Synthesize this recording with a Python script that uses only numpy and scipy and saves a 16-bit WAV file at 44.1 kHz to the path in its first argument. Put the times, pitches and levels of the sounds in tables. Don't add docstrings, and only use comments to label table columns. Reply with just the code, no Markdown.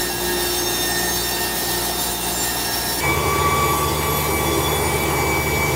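import sys
import numpy as np
from scipy import signal
from scipy.fft import rfft, irfft, next_fast_len
from scipy.io import wavfile
from scipy.ndimage import uniform_filter1d, map_coordinates

SR = 44100
rng = np.random.default_rng(int(sys.argv[2]) if len(sys.argv) > 2 else 0)


def wav_out(sig):
    wavfile.write(sys.argv[1], SR, np.round(np.clip(np.atleast_2d(sig).T, -1, 1) * 32767).astype(np.int16))


N = 253575
T = np.arange(N) / SR
JUMP_S = 3.006


def amp(db):
    return 10 ** (np.asarray(db) / 20)


def unit(x):
    return x / np.sqrt(np.mean(np.abs(x) ** 2) + 1e-20)


def curve(rows):
    return np.interp(T, *np.transpose(rows))


def wobble(rate):
    coarse = T[::32]
    points = rng.standard_normal(2048)
    return np.interp(T, coarse, map_coordinates(points, [coarse * rate], mode="wrap"))


def filtered(x, response):
    size = next_fast_len(N + 8192)
    return irfft(rfft(x, size) * response(np.fft.rfftfreq(size, 1 / SR)), size)[:N]


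def rush(spectrum, patchy_db, peaks=(), dips=()):
    grid = signal.stft(rng.standard_normal(N), nperseg=512)[2]
    patches = uniform_filter1d(rng.standard_normal(grid.shape), 8, 0)
    patches = uniform_filter1d(patches, 12, 1)
    noise = signal.istft(grid * amp(patchy_db * unit(patches)), nperseg=512)[1][:N]

    def colour(f):
        points, levels = np.transpose(spectrum)
        level = np.interp(np.log(f + 1), np.log(points), levels)
        for hz, width, db in peaks:
            level += db / (1 + (2 * (f - hz) / width) ** 2)
        gain = amp(level)
        for hz, width in dips:
            gain *= 1 - 1 / (1 + (2 * (f - hz) / width) ** 2)
        return gain
    return unit(filtered(noise, colour))


def turning(hz, drift_hz):
    return 2 * np.pi * np.cumsum(hz + drift_hz * wobble(1.938)) / SR


def tone(phase, scatter, rate):
    return unit((1 + scatter * wobble(rate)) * np.sin(phase) + scatter * wobble(rate) * np.cos(phase))


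def hum(hz, harmonics, drift_hz, scatter):
    shaft = turning(hz, drift_hz)
    return sum(amp(db) * tone(round(k) * shaft, scatter, 6) for k, db in harmonics)


def whine(hz, harmonics, flutter_hz, flutter, scatter, grain, fade_db):
    base = turning(hz, 0.147) + flutter * np.sin(2 * np.pi * flutter_hz * T)
    out = np.zeros(N)
    for k, db in harmonics:
        phase = round(k) * base
        sizzle = grain * np.sqrt(k) * (wobble(330) * np.sin(phase) + wobble(330) * np.cos(phase))
        gain = amp(db + fade_db * wobble(7))
        out += gain * unit(tone(phase, scatter * np.sqrt(k), 42) + sizzle)
    return out


# pitch_hz, relative_db
ROAR_COLOUR = [(25, -28), (45, -24), (65, -4.5), (150, -6.5), (330, 0), (560, -8), (720, -1), (880, -1),
               (980, -7), (1400, -11), (2200, -13.5), (4000, -25.5)]
# pitch_hz, width_hz
HALL_HOLLOWS = [(2545, 55), (3595, 45), (4150, 55), (4660, 65), (12950, 260), (15000, 330)]

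def hall_roar():
    return amp(-28.5) * rush(ROAR_COLOUR, patchy_db=0.5, dips=HALL_HOLLOWS)


# pitch_hz, relative_db
DRAUGHT_COLOUR = [(25, -30), (50, -14), (65, -6), (110, -2.5), (260, -2.5), (500, -1.5), (700, -3),
                  (900, -1), (1150, -0.5), (1300, -8.5), (1700, -10.5), (2100, -7), (2500, -13),
                  (4000, -20.5)]
# time_s, level_db
DRAUGHT_LEVEL = [(3.0, -20.5), (3.4, -22), (3.8, -23), (4.3, -23.5), (4.7, -22), (5.75, -22.5)]
# pitch_hz, width_hz, boost_db
AIR_PEAKS = [(88.6, 7.2, 15), (128.2, 20, 15), (333, 17.7, 11), (397, 107, 11.5), (502, 10, 4),
             (819, 45, 8), (1000, 140, 4.5)]
# pitch_hz, width_hz
CABINET_HOLLOWS = [(3195, 80), (4505, 90), (5215, 75), (5835, 90)]

def draught():
    air = rush(DRAUGHT_COLOUR, patchy_db=1, peaks=AIR_PEAKS, dips=CABINET_HOLLOWS)
    return amp(curve(DRAUGHT_LEVEL)) * air


# pitch_hz, relative_db
HISS_COLOUR = [(1000, -6), (2400, -3.5), (3400, 1.5), (4200, -2), (7000, -1.5), (10000, -4), (15700, -8)]
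# pitch_hz, width_hz, boost_db
HISS_PEAKS = [(2560, 45, 9), (5050, 90, 6), (12500, 250, 8), (13560, 200, 8), (14850, 250, 9)]

def fan_hiss(whistle_db, fall_db_per_s=0.6):
    level_db = -29.5 - fall_db_per_s * (T - JUMP_S) + 0.033 * (whistle_db - whistle_db.mean())
    return amp(level_db) * rush(HISS_COLOUR, patchy_db=2.2, peaks=HISS_PEAKS, dips=CABINET_HOLLOWS)


# pitch_hz, relative_db
PAPER_COLOUR = [(900, -28), (2000, -9.5), (3000, 1.5), (4300, 4), (5500, -5), (6200, 2.5), (8400, -2.5),
                (9300, 1), (12200, 0.5), (13300, 6.5), (13950, -2), (14400, 10.5), (15350, 7.5),
                (15700, -2)]
# pitch_hz, width_hz, boost_db
ROLLER_PEAKS = [(1916, 150, 15.5), (4380, 78, 2.5), (5440, 330, 14), (9050, 290, 7.5), (10880, 120, 7.5)]

def paper_hiss(rise_db_per_s=0.37, surge_hz=6.9):
    surge_db = 1.1 * np.cos(2 * np.pi * surge_hz * (T - 0.14))
    level_db = -26 + rise_db_per_s * T + surge_db + 0.65 * wobble(14)
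    return amp(level_db) * rush(PAPER_COLOUR, patchy_db=1.2, peaks=ROLLER_PEAKS, dips=HALL_HOLLOWS)


# pitch_hz, level_db
PANEL_TONES = [(89, -36.5), (1943, -43), (2078, -42.5), (3122, -49.5), (3531, -53)]

def panels():
    return sum(amp(db) * tone(2 * np.pi * hz * T, scatter=1.6, rate=16) for hz, db in PANEL_TONES)


# pitch_hz, level_db
BEARING_TONES = [(1324, -48), (1545, -51), (2476, -49.5), (3924, -43.5), (4000, -43), (4081, -44),
                 (4312, -58), (5017, -43), (12543, -58)]

def bearings():
    return sum(amp(db) * tone(2 * np.pi * hz * T, scatter=0.9, rate=30.15) for hz, db in BEARING_TONES)


def gears(pitch_hz=1653, weakest_s=1.58, slope_db_per_s=5.5):
    level_db = -45 + slope_db_per_s * np.abs(T - weakest_s)
    return amp(level_db) * tone(2 * np.pi * pitch_hz * T, scatter=0.7, rate=29.87)


# harmonic, level_db
MOTOR_TONES = [(1, -38.5), (2, -42.5), (3, -40), (5, -57), (7, -42), (9, -49.5)]

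def motor_hum(shaft_hz=59.1):
    twelfth_db = np.interp(T, [0, 1.2], [-48.5, -37.5])
    sixth_db = -29 - 5.5 * np.maximum(T - 0.6, 0)
    body = hum(shaft_hz, MOTOR_TONES + [(12, twelfth_db)], drift_hz=0.045, scatter=0.18)
    return body + hum(shaft_hz, [(6, sixth_db)], drift_hz=0.049, scatter=0.16)


# harmonic, level_db
FAN_TONES = [(1, -31), (2, -31.5), (3, -39), (4, -45), (6, -36.5), (7, -40.5), (8, -56), (9, -42),
             (12, -36)]

def fan_drone(shaft_hz=74.0):
    return hum(shaft_hz, FAN_TONES, drift_hz=0.049, scatter=0.075)


# harmonic, level_db
INVERTER_STEADY = [(4, -42), (5, -42.5), (6, -40.5), (13, -57)]
# harmonic, relative_db
WHISTLE_TONES = [(7, -4), (9, -3), (10, 0), (11, -4.5), (12, -5)]
# time_s, level_db
WHISTLE_LEVEL = [(3.02, -48), (3.55, -47), (3.72, -36.5), (3.95, -39), (4.2, -35), (4.38, -38.5),
                 (4.72, -39), (4.9, -44), (5.75, -42)]
INVERTER_1 = [(3.02, -32.5), (3.25, -32), (3.5, -23.5), (3.65, -23), (3.95, -28.5), (4.08, -24.5),
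              (4.3, -29.5), (4.65, -35), (4.95, -46), (5.75, -53)]
INVERTER_2 = [(3.02, -29.5), (3.1, -23.5), (3.22, -39), (3.29, -28), (3.7, -33.5), (3.92, -53),
              (4.04, -29.5), (4.3, -33), (4.38, -26), (4.53, -36), (4.88, -32.5), (5.0, -29), (5.14, -32),
              (5.39, -22.5), (5.45, -26), (5.62, -23), (5.75, -35)]
INVERTER_3 = [(3.02, -40), (3.4, -39.5), (3.8, -39.5), (4.3, -41), (4.72, -34.5), (4.95, -42), (5.75, -49)]
INVERTER_8 = [(3.02, -40), (3.4, -46), (4.2, -44), (4.5, -36), (4.92, -35), (5.03, -44), (5.75, -50)]

def inverter_whine(hz=1146.7):
    grainy = INVERTER_STEADY + [(k, curve(WHISTLE_LEVEL) + db) for k, db in WHISTLE_TONES]
    swelling = [(1, curve(INVERTER_1)), (3, curve(INVERTER_3))]
    smooth = [(2, curve(INVERTER_2)), (8, curve(INVERTER_8))]
    out = whine(hz, grainy, flutter_hz=21, flutter=0.066, scatter=0.19, grain=0.24, fade_db=2)
    out += whine(hz, swelling, flutter_hz=22, flutter=0.11, scatter=0.48, grain=0.095, fade_db=3)
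    out += whine(hz, smooth, flutter_hz=25, flutter=0.034, scatter=0.23, grain=0.064, fade_db=1.9)
    return out


# harmonic, level_db
DRIVE_STEADY = [(1, -41.5), (3, -41), (5, -41), (11, -41), (12, -52), (13, -45)]
# time_s, level_db
DRIVE_2 = [(0, -35), (.08, -29), (.14, -50), (.19, -35.5), (.42, -32), (.5, -47), (.95, -30), (1.09, -32),
           (1.17, -43), (1.33, -36.5), (1.75, -32.5), (2.17, -47), (2.4, -40), (2.5, -29.5), (2.6, -42),
           (2.98, -36)]
DRIVE_6 = [(0.0, -34), (0.23, -38), (0.81, -31), (1.88, -43), (1.94, -34), (2.2, -48), (2.8, -30.5),
           (2.98, -34.5)]
DRIVE_7 = [(0, -39), (.5, -45), (.6, -33.5), (1.05, -35.5), (1.32, -34.5), (1.42, -47), (2.0, -41),
           (2.98, -46)]
DRIVE_4_AND_9 = [(0, -41), (.42, -39.5), (.52, -36), (1.33, -37.5), (1.6, -45), (2.1, -36.5), (2.5, -39.5),
                 (2.98, -48)]
DRIVE_8_AND_10 = [(0, -39), (.4, -48), (1.0, -37.5), (1.6, -44), (2.4, -33.5), (2.7, -40), (2.98, -39)]

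def drive_whine(hz=911.4, throb_hz=12.05):
    firm, rough = [(2, curve(DRIVE_2))], [(6, curve(DRIVE_6))]
    low_db, high_db = curve(DRIVE_4_AND_9), curve(DRIVE_8_AND_10)
    shrill = [(7, curve(DRIVE_7)), (4, low_db + 1.5), (9, low_db - 1.7)]
    shrill += [(8, high_db + 0.12), (10, high_db - 0.5)]
    out = whine(hz, DRIVE_STEADY, flutter_hz=9.6, flutter=0.22, scatter=0.29, grain=0.31, fade_db=3.5)
    out += whine(hz, firm, flutter_hz=7.9, flutter=0.08, scatter=0.19, grain=0.079, fade_db=-2.2)
    out += whine(hz, shrill, flutter_hz=13, flutter=0.038, scatter=0.19, grain=0.086, fade_db=2)
    buzz = whine(hz, rough, flutter_hz=12.2, flutter=0.21, scatter=0.062, grain=0.16, fade_db=0)
    beat = turning(throb_hz, drift_hz=0.19)
    throb = unit(1 + 0.24 * np.sin(beat) + 0.46 * np.sin(2 * beat))
    return out + buzz * throb


# middle_s, depth_db
HALL_LULLS = [(.14, 2.5), (2.18, 3)]

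def hall(half_lull_s=0.049):
    lull_db = sum(db * np.exp(-((T - s) / half_lull_s) ** 2) for s, db in HALL_LULLS)
    mix = motor_hum() + drive_whine() + gears() + bearings() + hall_roar() + paper_hiss()
    return amp(-lull_db) * mix


def cabinet():
    entry_db = np.interp(T, [3.02, 3.045], [-5, 0])
    mix = fan_drone() + inverter_whine() + panels() + draught()
    return amp(entry_db) * mix + fan_hiss(curve(WHISTLE_LEVEL))


def scene():
    inside = np.clip((T - JUMP_S) / 0.004, 0, 1)
    mono = (1 - inside) * hall() + inside * cabinet()
    return np.array([mono, mono])


def record(dry):
    top_hz = 15760
    return np.array([filtered(channel, lambda hz: hz < top_hz) for channel in dry])


dry = scene()
out = record(dry)
wav_out(out)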